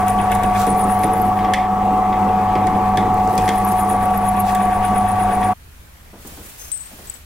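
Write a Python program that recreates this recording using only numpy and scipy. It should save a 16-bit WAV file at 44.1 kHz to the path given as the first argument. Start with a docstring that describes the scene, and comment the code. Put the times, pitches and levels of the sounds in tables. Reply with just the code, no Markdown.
"""A drill press bores into a steel spike. From the start its induction motor whines over mains hum, belt
throb and a rumbling casting, while breaking chips ring the bit once a turn, its lip squeaks and the quill
clacks. The bit is lifted clear and the unloaded rotor speeds up; then the bit enters and cuts again.
At 5.5 s the sound cuts to the quiet workshop, where hands shuffle on a bench and small steel parts chink."""
import sys
import numpy as np
from scipy import signal
from scipy.io import wavfile
from scipy.ndimage import uniform_filter1d

SR = 44100
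rng = np.random.default_rng(int(sys.argv[2]) if len(sys.argv) > 2 else 0)


def digitize_waveform(pressure):
    """Quantize a signal to 16-bit integers and store it at the path in sys.argv[1].

    Rows of a 2-D input are taken as channels; values are limited to [-1, 1].
    """
    field = np.atleast_2d(pressure).T
    bounded = np.clip(field, -1, 1)
    quanta = np.round(bounded * 32767).astype(np.int16)
    wavfile.write(sys.argv[1], SR, quanta)


N = 319720
TIME = np.arange(N) / SR

# Motor lines. Each row: rotor order added to the bar count, multiple of mains added, level in dB about
# WHINE_DB, left over right in dB, gain at full load in dB.
WHINE_LINES = [(0, 0, 1.5, 0, -0.5), (-1, 0, -16.5, 12.5, 4), (0, 2, -8, 2, -4.5), (0, 4, -18.5, 17.5, -2),
               (0, 6, -18.5, 4, -13), (0, 8, -12, 3.5, 2.5)]
ROTOR_BARS, WHINE_DB = 30, -18.5
SIDE = np.array([[.5], [-.5]])  # left and right shares of a stereo difference
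def whine(rotor, mains, belt):
    """Modulation: rotor bars passing the slots make a tone that the mains field splits into sidebands."""
    out, effort = np.zeros((2, N)), load()
    joint = np.exp(12 * (np.cos(belt - 2.6) - 1))  # the belt's stiff spot meets the pulley once a lap
    tug = 0.35 * np.sin(2 * belt)
    for order, k, db, pan_db, load_db in WHINE_LINES:
        phase = (ROTOR_BARS + round(order)) * rotor + k * mains + tug + 0.12 * k * joint
        flutter_db = (1.57 + 0.13 * k) * wander(30) - (1 + 0.12 * k) * joint
        level_db = WHINE_DB + db + load_db * effort + flutter_db + pan_db * SIDE
        out += gain_of(level_db) * np.sin(phase - 0.34 * SIDE + rng.uniform(0, 2 * np.pi))
    return out


# Hum of the iron. Each row: multiple of mains, level in dB, left over right in dB.
HUM_LINES = [(2, -30, 0), (4, -25, -1.5)]
def hum(mains):
    """Magnetic force: the iron vibrates at even harmonics of the mains."""
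    return sum(gain_of(db + 2.25 * wander(11) + pan_db * SIDE)
               * np.sin(k * mains + 0.18 * wander(23) - 0.029 * SIDE) for k, db, pan_db in HUM_LINES)


# Belt harmonics. Each row: cycles per lap, level in dB.
BELT_LINES = [(7, -36), (8, -39)]
def belt_throb(belt):
    """Beating: neighbouring harmonics of the belt swell together once a lap."""
    return sum(gain_of(db + wander(4)) * np.sin(order * belt + order) for order, db in BELT_LINES)


# Rumble spectrum. Each row: frequency in Hz, relative density in dB.
CASTING_SPECTRUM = [(20, 5), (40, -6), (75, 4), (150, -6.5), (300, 2.5), (600, -1), (1000, 2), (1350, -8.5),
                    (2000, -10), (4500, -30), (16000, -33)]
# Resonances of the casting. Each row: frequency in Hz, width in Hz, strength in dB.
CASTING_MODES = [(761, 35.5, 8), (1128, 17, 7), (451.8, 6, 1), (1281, 14, 14), (184.7, 12.3, 14.5)]
def casting_rumble(mains):
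    """Forced vibration: noise shakes the casting's modes; loose panels rattle until load clamps them."""
    def response(hz):
        peaks = sum(gain_of(db) / (1 + ((hz - f) / (w / 2)) ** 2) for f, w, db in CASTING_MODES)
        return gain_of(read(CASTING_SPECTRUM, hz)) * (1 + peaks)
    pull = 1 + 0.24 * np.cos(2 * mains)  # magnetic pull pulses at twice mains
    casting = pull * noise(response, PRESS_COHERENCE, patchy_db=2)
    panels = resonate(casting, 406, 610) + 1.3 * resonate(casting, 1200, 440)
    rattle = np.maximum(gain_of(2 - 4.5 * load()), .6) - 1
    return gain_of(-23) * (casting + rattle * panels)


# Rotor speed, lower as the feed is pressed. Each row: time in seconds, bar-passing frequency in Hz.
BAR_PITCH = [(0, 738.6), (.65, 738), (.82, 741.6), (1.5, 742.4), (1.9, 743), (3.3, 742.7), (4.05, 740.2),
             (4.45, 738.9), (5.53, 739.3)]
MAINS_HZ, TURNS_PER_LAP = 50, 4.5
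def motor():
    """Superposition: rotor, mains and belt each drive vibration at their own rate."""
    rotor = 2 * np.pi * np.cumsum(curves(BAR_PITCH)[0] / ROTOR_BARS) / SR
    mains, belt = 2 * np.pi * MAINS_HZ * TIME, rotor / TURNS_PER_LAP
    tones = whine(rotor, mains, belt) + hum(mains) + belt_throb(belt)
    return np.sqrt(2) * tones + casting_rumble(mains)


IDLE_HZ, FULL_LOAD_DROP_HZ = 743, 4
def load():
    """Induction slip: the share of full load is proportional to the drop in bar-passing frequency."""
    return np.clip((IDLE_HZ - curves(BAR_PITCH)[0]) / FULL_LOAD_DROP_HZ, 0, 1.5)


def fractures(clump_db, per_second=3000):
    """Poisson process: chips break as impulses of random sign and size, weighted by clump_db."""
    hits, draw = np.zeros(N), rng.uniform(-1, 1, N)
    at = abs(draw) < per_second / SR
    hits[at] = np.sign(draw[at]) * gain_of(clump_db[at] + 3 * np.minimum(rng.exponential(1, at.sum()), 5))
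    return hits


# Modes of the bit, the upper one last. Each row: frequency in Hz, width in Hz, relative level in dB.
BIT_MODES = [(9880, 360, 8), (8780, 760, -0.5), (6900, 360, -9.5), (11500, 1100, 5)]
def bit_ring(spin, ring_db, upper_db):
    """Impulse excitation: fractures ring the bit in clumps once a turn; flexing bends its pitch."""
    out = np.zeros(N)
    for (hz, width, db), level_db in zip(BIT_MODES, [ring_db] * 3 + [upper_db]):
        hits = fractures(6.5 * np.cos(spin) + 3.5 * wander(50))
        flexed_hz = hz * (1 + 0.009 * wander(20))
        out += gain_of(db + level_db) * unit_rms(swept(hits, flexed_hz, width))
    return out


def sizzle(spin, upper_db):
    """Shot noise: fine swarf sizzles, following the bit's upper mode by half in dB."""
    hits = [fractures(2.6 * np.cos(spin) + 2.5 * wander(40)) for ear in range(2)]
    return gain_of(upper_db / 2 - 26) * unit_rms(resonate(hits, 15000, 2200))


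# Grabs of the lip. Each row: time in seconds, level in dB, pitch in Hz.
SQUEAKS = [(0.7153, -23, 8340), (0.782, -16, 15000), (0.7956, -18, 10100), (0.841, -15, 9000),
           (0.9027, -22, 10180), (0.919, -27, 11200), (0.992, -23, 11300), (1.043, -16.5, 9970),
           (1.137, -15, 11000), (1.219, -20, 11600), (3.65, -14, 11540), (3.7239, -20, 11700),
           (3.899, -13.5, 9940), (4.056, -25, 11300), (4.1763, -14, 11640), (4.29, -10.5, 11100),
           (4.4021, -9, 11600), (4.8521, -14.5, 10050), (5.1168, -20, 9930)]
def squeaks():
    """Stick-slip friction: the cutting lip rubs, grabs and lets go."""
    out, t = np.zeros(N), np.arange(-1200, 1600) / SR
    for s, db, hz in SQUEAKS:
        rub = unit_rms(resonate(rng.standard_normal(len(t)) ** 3, hz, 450))
        grab = np.exp(-abs(t) / 0.0015) * np.sin(2 * np.pi * hz * t)
        add(out, s - 1150 / SR, gain_of(db) * (0.19 * rub * np.exp(-(t / 0.0073) ** 2) + grab))
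    return out


# Single chips. Each row: start in seconds, level in dB, centre in Hz.
SNAPS = [(0.104, -21, 11000), (3.142, -28, 12000), (3.2754, -26, 6860), (3.329, -29, 10500),
         (3.354, -23, 12500), (3.421, -28, 8370)]
def snaps():
    """Brittle fracture: chips snap off in broadband bursts as the bit finds the hole."""
    out, t = np.zeros(N), np.arange(600) / SR
    for s, db, hz in SNAPS:
        burst = unit_rms(resonate(rng.standard_normal(len(t)), hz, 0.77 * hz))
        add(out, s, gain_of(db) * decay(t, 0.011) * burst)
    return out


# Modes of the held spike and its seat. Each entry: frequency in Hz.
SPIKE_HZ = [1540, 1840, 2280, 2630, 3440]
def crunch(spin):
    """Resonance: breaking chips ring the spike, hardest once a turn and under heavy feed."""
    breaking_db = 11 * np.exp(2 * (np.cos(spin + 0.9) - 1)) + 2 * wander(40)
    modes = sum(1500 / hz * unit_rms(resonate(fractures(breaking_db), hz, 0.15 * hz)) for hz in SPIKE_HZ)
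    return gain_of(8 * load() - 50) * modes


# Long chips. Each row: start in seconds, level in dB.
RASPS = [(.18, -37), (.315, -34), (.433, -35)]
def rasps(start_hz=3730, fall_hz_per_s=74000, rise_s=0.017):
    """Swept resonance: a long chip tears off in a falling scrape."""
    out, t = np.zeros(N), np.arange(1500) / SR
    for s, db in RASPS:
        tear = unit_rms(swept(rng.standard_normal(len(t)), start_hz - fall_hz_per_s * t, 660))
        add(out, s, gain_of(db) * t / rise_s * np.exp(1 - (t / rise_s) ** 2) * tear)
    return out


def scrape(ring_db, swish):
    """Sliding friction: a gritty hiss grows with the bit's ring and with each swish of the flutes."""
    drag = gain_of(-49 + 0.22 * (ring_db + 33.5)) + swish
    grit = gain_of(2 * wander(180))
    hiss = noise(lambda hz: band(hz, 3000, 15000) / (1 + hz / 20000), PRESS_COHERENCE, patchy_db=1)
    return 1.92 * drag * grit * hiss


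# The bit rubs, lifts clear and re-enters. Each row: time in seconds, lower modes in dB, upper mode in dB.
RUBBING = [(0, -46, -55), (.5, -50.5, -62), (.7, -41, -55), (.85, -44, -45), (1.2, -53, -44.5),
           (1.5, -67, -66), (3.1, -67, -81), (3.3, -50, -46), (3.52, -39.5, -42), (3.65, -41.5, -39),
           (3.87, -39.5, -39.5), (4.0, -48, -53), (4.4, -46, -45), (4.55, -47.5, -51), (5.53, -45, -57)]
# Flutes drag through swarf. Each row: centre in seconds, half width in seconds, level in dB.
SWISHES = [(.61, 0.046, -38), (3.4, 0.31, -59), (4.49, 0.033, -42.5)]
def cutting(spindle_hz=8.71, load_drop_hz=.225):
    """Chip formation: the turning bit excites itself and the spike; dragging swarf hisses and damps it."""
    ring_db, upper_db = curves(RUBBING)
    drags = [np.exp(-((TIME - s) / width) ** 2) for s, width, db in SWISHES]
    swish = sum(gain_of(db) * drag for (s, width, db), drag in zip(SWISHES, drags))
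    damp_db = -9 * sum(drags)
    spin = 2 * np.pi * np.cumsum(spindle_hz - load_drop_hz * load()) / SR + 0.93
    bit = bit_ring(spin, ring_db + damp_db, upper_db + damp_db)
    swarf = sizzle(spin, upper_db)
    bit += squeaks() + snaps()
    spike = crunch(spin) + rasps()
    far_bit = 0.69 * np.roll(bit, 1) + 0.17 * np.roll(bit, 157)  # the right side also hears the column
    return np.array([bit + spike, far_bit + np.roll(spike, 3)]) + swarf + scrape(ring_db, swish)


# Knocks of the quill. Each row: start in seconds, then rattle, crack and thud levels in dB.
CLACKS = [(0.081, -39, -19, -50), (0.316, -20, -20, -17), (0.3492, -23, -20.5, -24.5),
          (0.4326, -33, -22, -12), (0.6662, -26, -23, -4.5), (1.033, -17.5, -24, -4),
          (1.3878, -20, -43, -24), (1.4432, -17, -44, -29), (1.535, -3, -13.5, -35),
          (2.124, -19.5, -47, -28), (2.5525, -17.5, -39, -7.5), (2.6677, -21, -26.5, -30),
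          (2.9714, -10.5, -19.5, -5.5), (3.377, -15, -16.5, -7.5), (3.477, -12, -24, -11),
          (3.488, -10.5, -17.5, -28), (3.717, -40, -27, -13), (4.548, -18, -19, -36.5),
          (5.427, -21, -44, -23)]
# Three quill modes, then two table modes. Each row: frequency in Hz, width in Hz, level in dB.
KNOCK_MODES = [(1970, 510, -0.5), (3350, 420, -7.5), (4800, 1300, -15.5), (346, 240, 2), (205, 83, -2.5)]
# The table's pure ring. Each row: frequency in Hz, level in dB, 60 dB decay time in seconds.
TABLE_RING = [(452.3, -21, 0.89)]
def clacks(loss_db_per_cycle=.018):
    """Impact: slack in the quill closes with a crack, rattling steel and a thud through the table."""
    out, t = np.zeros((2, N)), np.arange(6000) / SR
    crack_hz = 6300 + 3300 * load()  # brighter when the bit is pressed into the steel
    crack_shape = np.minimum(t / 0.0023, 1) * (decay(t, 0.022) + 0.11 * decay(t, 0.34))
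    blow_shape = np.minimum(t / 0.0015, 1) * (decay(t, 0.055) + 0.24 * decay(t, 1))
    for s, rattle_db, crack_db, thud_db in CLACKS:
        shake = rng.standard_normal((4, 6001))
        sides, force, looseness = shake[:2, 1:], shake[2, 1:], shake[3, 1:]
        crack = 1.67 * resonate(sides + 0.35 * force, crack_hz[round(s * SR)], 7000) * crack_shape
        chatter = gain_of(0.33 * unit_rms(uniform_filter1d(looseness, 100)))
        blow = force * blow_shape * chatter
        modes = []
        for (hz, width, db), louder, sharper in zip(KNOCK_MODES, shake[2], shake[3]):  # no two land alike
            mode = resonate(blow, hz * (1 + 0.045 * sharper), width) * np.sqrt(SR / width) / 4
            modes.append(gain_of(db + 0.73 * louder - loss_db_per_cycle * hz * t) * mode)
        rattle = gain_of(rattle_db) * sum(modes[:3])
        thud = gain_of(thud_db) * np.minimum(t / 0.0093, 1) ** 2 * sum(modes[3:])
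        add(out, s, gain_of(crack_db) * crack + (rattle + thud) * gain_of(-1.1 * SIDE))
        add(out, s + 0.00996, gain_of(thud_db) * ring(TABLE_RING))
    return out


# Steel parts touch. Each row: start in seconds, level in dB, index of the part, damping factor.
CHINKS = [(6.595, -39.5, 0, 0.35), (6.717, -10.5, 1, 0.55), (6.776, -18, 1, 1.9), (6.806, -31, 2, 0.5),
          (7.071, -38, 2, 0.68), (7.098, -22, 2, 1.9), (7.139, -37, 2, 0.57)]
# One list of modes a part. Each row: frequency in Hz, level in dB, 60 dB decay in seconds at damping 1.
PART_MODES = [
    [(5300, -11, 0.62), (6300, 0, 0.23), (11100, -5, 0.21)],
    [(8140, -14.5, 0.28), (8330, -7.5, 0.19), (7800, -16, 0.16)],
    [(7860, 3, 0.062), (8800, -4, 0.027), (7200, 0, 0.017)],
]
def chinks():
    """Free vibration: small steel parts tick on contact and ring, held in an uneven grip."""
    out = np.zeros((2, N))
    for s, db, part, damping in CHINKS:
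        sound = ring(PART_MODES[round(part)], damping)
        grip = gain_of(2.6 * wander(43)[:len(sound)])
        sound *= np.minimum(TIME[:len(sound)] / 0.00049, 1) * grip
        sound[:40] += 0.23 * np.diff(rng.standard_normal(41))  # the contact tick
        add(out, s, gain_of(db) * np.array([1.86 * sound, 0.5 * np.roll(sound, 3)]))
    return out


# Knocks on the bench. Each row: start in seconds, level in dB.
BUMPS = [(6.13, -32), (6.249, -32), (6.318, -36.5), (6.375, -30.5), (6.911, -35), (6.985, -34.5)]
def bumps():
    """Damped resonance: the bench top answers a scuffed knock with two broad, dull modes."""
    out, t = np.zeros(N), TIME[:6000]
    for s, db in BUMPS:
        knock = rng.standard_normal(len(t))
        wood = unit_rms(resonate(knock, 370, 520) + 0.46 * resonate(knock, 225, 150))
        add(out, s, gain_of(db - 9.5) * (decay(t, 0.53) + 0.77 * decay(t, 0.12)) * wood)
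    return out


# Finger slides. Each row: start in seconds, length in seconds, level in dB.
SLIDES = [(6.271, 0.01, -33.5), (6.43, 0.083, -49), (6.58, 0.114, -45)]
def hands():
    """Friction noise: hands rustle and fingers slide over the bench in two wide bands."""
    handling = gate(start=6.2, length=1, edge=0.12)
    slides = sum(gain_of(db) * gate(s, length, edge=0.0089) for s, length, db in SLIDES)
    rustle = gain_of(0.94 * wander(42.5)) * rng.standard_normal((2, N))
    high = (gain_of(-43.5) * handling + slides) * unit_rms(resonate(rustle, 11200, 11400))
    mid = (gain_of(-42.5) * handling + gain_of(-13) * slides) * unit_rms(resonate(rustle, 4620, 9100))
    return high + mid


# Still air. Each row: frequency in Hz, relative density in dB.
ROOM_SPECTRUM = [(20, -11), (74, -2.5), (101, -13.5), (422, -28), (1660, -26.5), (5000, -35.5),
                 (10200, -34.5), (16000, -36.5)]
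# Likeness of the two sides. Each row: frequency in Hz, coherence from 0 to 1.
ROOM_COHERENCE = [(60, 1), (240, 0.57), (900, 0)]
def room_tone(thin_hz=12950, pulse_hz=28):
    """Diffuse field: room noise is alike on both sides only in the bass; a faint thin tone pulses in it."""
    air = noise(lambda hz: gain_of(read(ROOM_SPECTRUM, hz)), ROOM_COHERENCE, patchy_db=-1.5, skewed=False)
    pulse_db = 5 * np.sin(2 * np.pi * pulse_hz * TIME)
    return gain_of(-42.5) * air + gain_of(pulse_db - 63) * np.sin(2 * np.pi * thin_hz * TIME)


# The press at two microphones. Each row: frequency in Hz, coherence from 0 to 1.
PRESS_COHERENCE = [(60, 1.0), (240, 0.95), (950, 0.82), (3770, 0.45), (15000, 0.85)]
# Level difference. Each row: frequency in Hz, left over right in dB.
LEFT_TILT = [(60, -0.7), (950, 0.21), (3770, 1.3), (15000, 1.5)]
# Phase difference. Each row: frequency in Hz, lead of the left side in radians.
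LEFT_LEAD = [(40, 0.072), (900, -0.2), (10000, -1.3)]
def noise(shape, coherence, patchy_db, skewed=True):
    """Partial coherence: two sides share part of a noise of rms 1, with gain shape(Hz) and drifting patches."""
    hz = np.fft.rfftfreq(2048, 1 / SR)
    a, b, c, d, patches = np.ascontiguousarray(rng.standard_normal((N // 512 + 6, 1025, 5)).T)
    patches = unit_rms(uniform_filter1d(uniform_filter1d(patches, 16, 0), 5, 1))
    shared, left = np.clip(read(coherence, hz), 0, 1)[:, None], a + 1j * b
    right = shared * left + np.sqrt(1 - shared ** 2) * (c + 1j * d)
    if skewed:
        right *= (np.exp(-1j * read(LEFT_LEAD, hz)) / gain_of(read(LEFT_TILT, hz)))[:, None]
    spectra = np.array([left, right]) * shape(hz)[:, None] * gain_of(patchy_db * patches)
    return unit_rms(signal.istft(spectra, nperseg=2048, noverlap=1536)[1][:, :N])


def ring(modes, damping=1, seconds=0.19):
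    """Modal decay: a struck body sounds as a sum of dying sines."""
    t = np.arange(round(seconds * SR)) / SR
    return sum(gain_of(db) * decay(t, t60 / damping) * np.sin(2 * np.pi * hz * t) for hz, db, t60 in modes)


def resonate(x, hz, width):
    """Band-pass resonance of gain 1."""
    edges = np.clip([hz - width / 2, hz + width / 2], 20, .45 * SR)
    return signal.sosfilt(signal.butter(2, edges, "band", fs=SR, output="sos"), x)


def swept(x, hz, width):
    """Heterodyning: a resonance of gain 1 follows a pitch curve."""
    carrier, r = np.exp(2j * np.pi * np.cumsum(hz) / SR), np.exp(-np.pi * width / SR)
    return 2 * (carrier * signal.lfilter([(1 - r) ** 2], [1, -2 * r, r * r], x / carrier)).real


def band(hz, lo_hz, hi_hz):
    """Gain of a soft-edged pass band."""
    return 1 / np.sqrt((1 + (lo_hz / (hz + 1)) ** 6) * (1 + (hz / hi_hz) ** 6))


def wander(top_hz):
    """Low-passed random drift of rms 1."""
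    lowpass = signal.butter(2, top_hz, fs=SR / 64, output="sos")
    coarse = signal.sosfilt(lowpass, rng.standard_normal(N // 64 + 2))
    return np.interp(np.arange(N) / 64, np.arange(len(coarse)), unit_rms(coarse))


def gate(start, length, edge):
    """Trapezoidal envelope, with times in seconds."""
    t = TIME - start
    return np.clip(np.minimum(t, length - t) / edge + .5, 0, 1)


def decay(t, t60):
    """Exponential decay by 60 dB in t60 seconds."""
    return gain_of(-60 * t / t60)


def gain_of(db):
    """Decibels to amplitude."""
    return 10 ** (np.asarray(db) / 20)


def unit_rms(x):
    """Normalisation to rms 1."""
    return x / np.sqrt(np.mean(x ** 2) + 1e-20)


def read(points, hz):
    """Interpolation of a spectrum over log frequency."""
    f, value = np.transpose(points)
    return np.interp(np.log(hz + 1), np.log(f + 1), value)


def curves(rows):
    """Interpolation of each column over time."""
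    s, *columns = np.transpose(rows)
    return [np.interp(TIME, s, c) for c in columns]


def add(mix, s, sound):
    """Superposition of a sound at s seconds."""
    part = mix[..., round(s * SR):][..., :sound.shape[-1]]
    part += sound[..., :part.shape[-1]]


def scene(cut_s=5.538, fade_s=0.015):
    """Crossfade: the running press gives way to the quiet workshop."""
    press = motor() + cutting() + clacks()
    workshop = room_tone() + hands() + bumps() + chinks()
    share = np.clip((cut_s - TIME) / fade_s, 0, 1)
    return share * press + (1 - share) * workshop


def record(dry, threshold_db=-21.5, release_db_per_s=13.9, edge_hz=15900):
    """Compression: gain control, most sensitive to treble, ducks all after a peak; a low-pass follows."""
    bright = signal.sosfilt(signal.butter(1, 1500, "high", fs=SR, output="sos"), dry)
    power_db = 10 * np.log10(abs(uniform_filter1d((bright ** 2).mean(0), 300)) + 1e-12)
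    fall_db = release_db_per_s * TIME
    held_db = np.maximum.accumulate(power_db + fall_db) - fall_db  # peak detector with a steady release
    over_db = np.maximum(held_db - threshold_db, 0)
    ducked = dry / gain_of(0.54 * uniform_filter1d(over_db, 200))
    lowpass = signal.firwin(511, edge_hz, window=("kaiser", 9), fs=SR)
    return signal.oaconvolve(ducked, lowpass[None], "same")


dry = scene()
out = record(dry)
digitize_waveform(out)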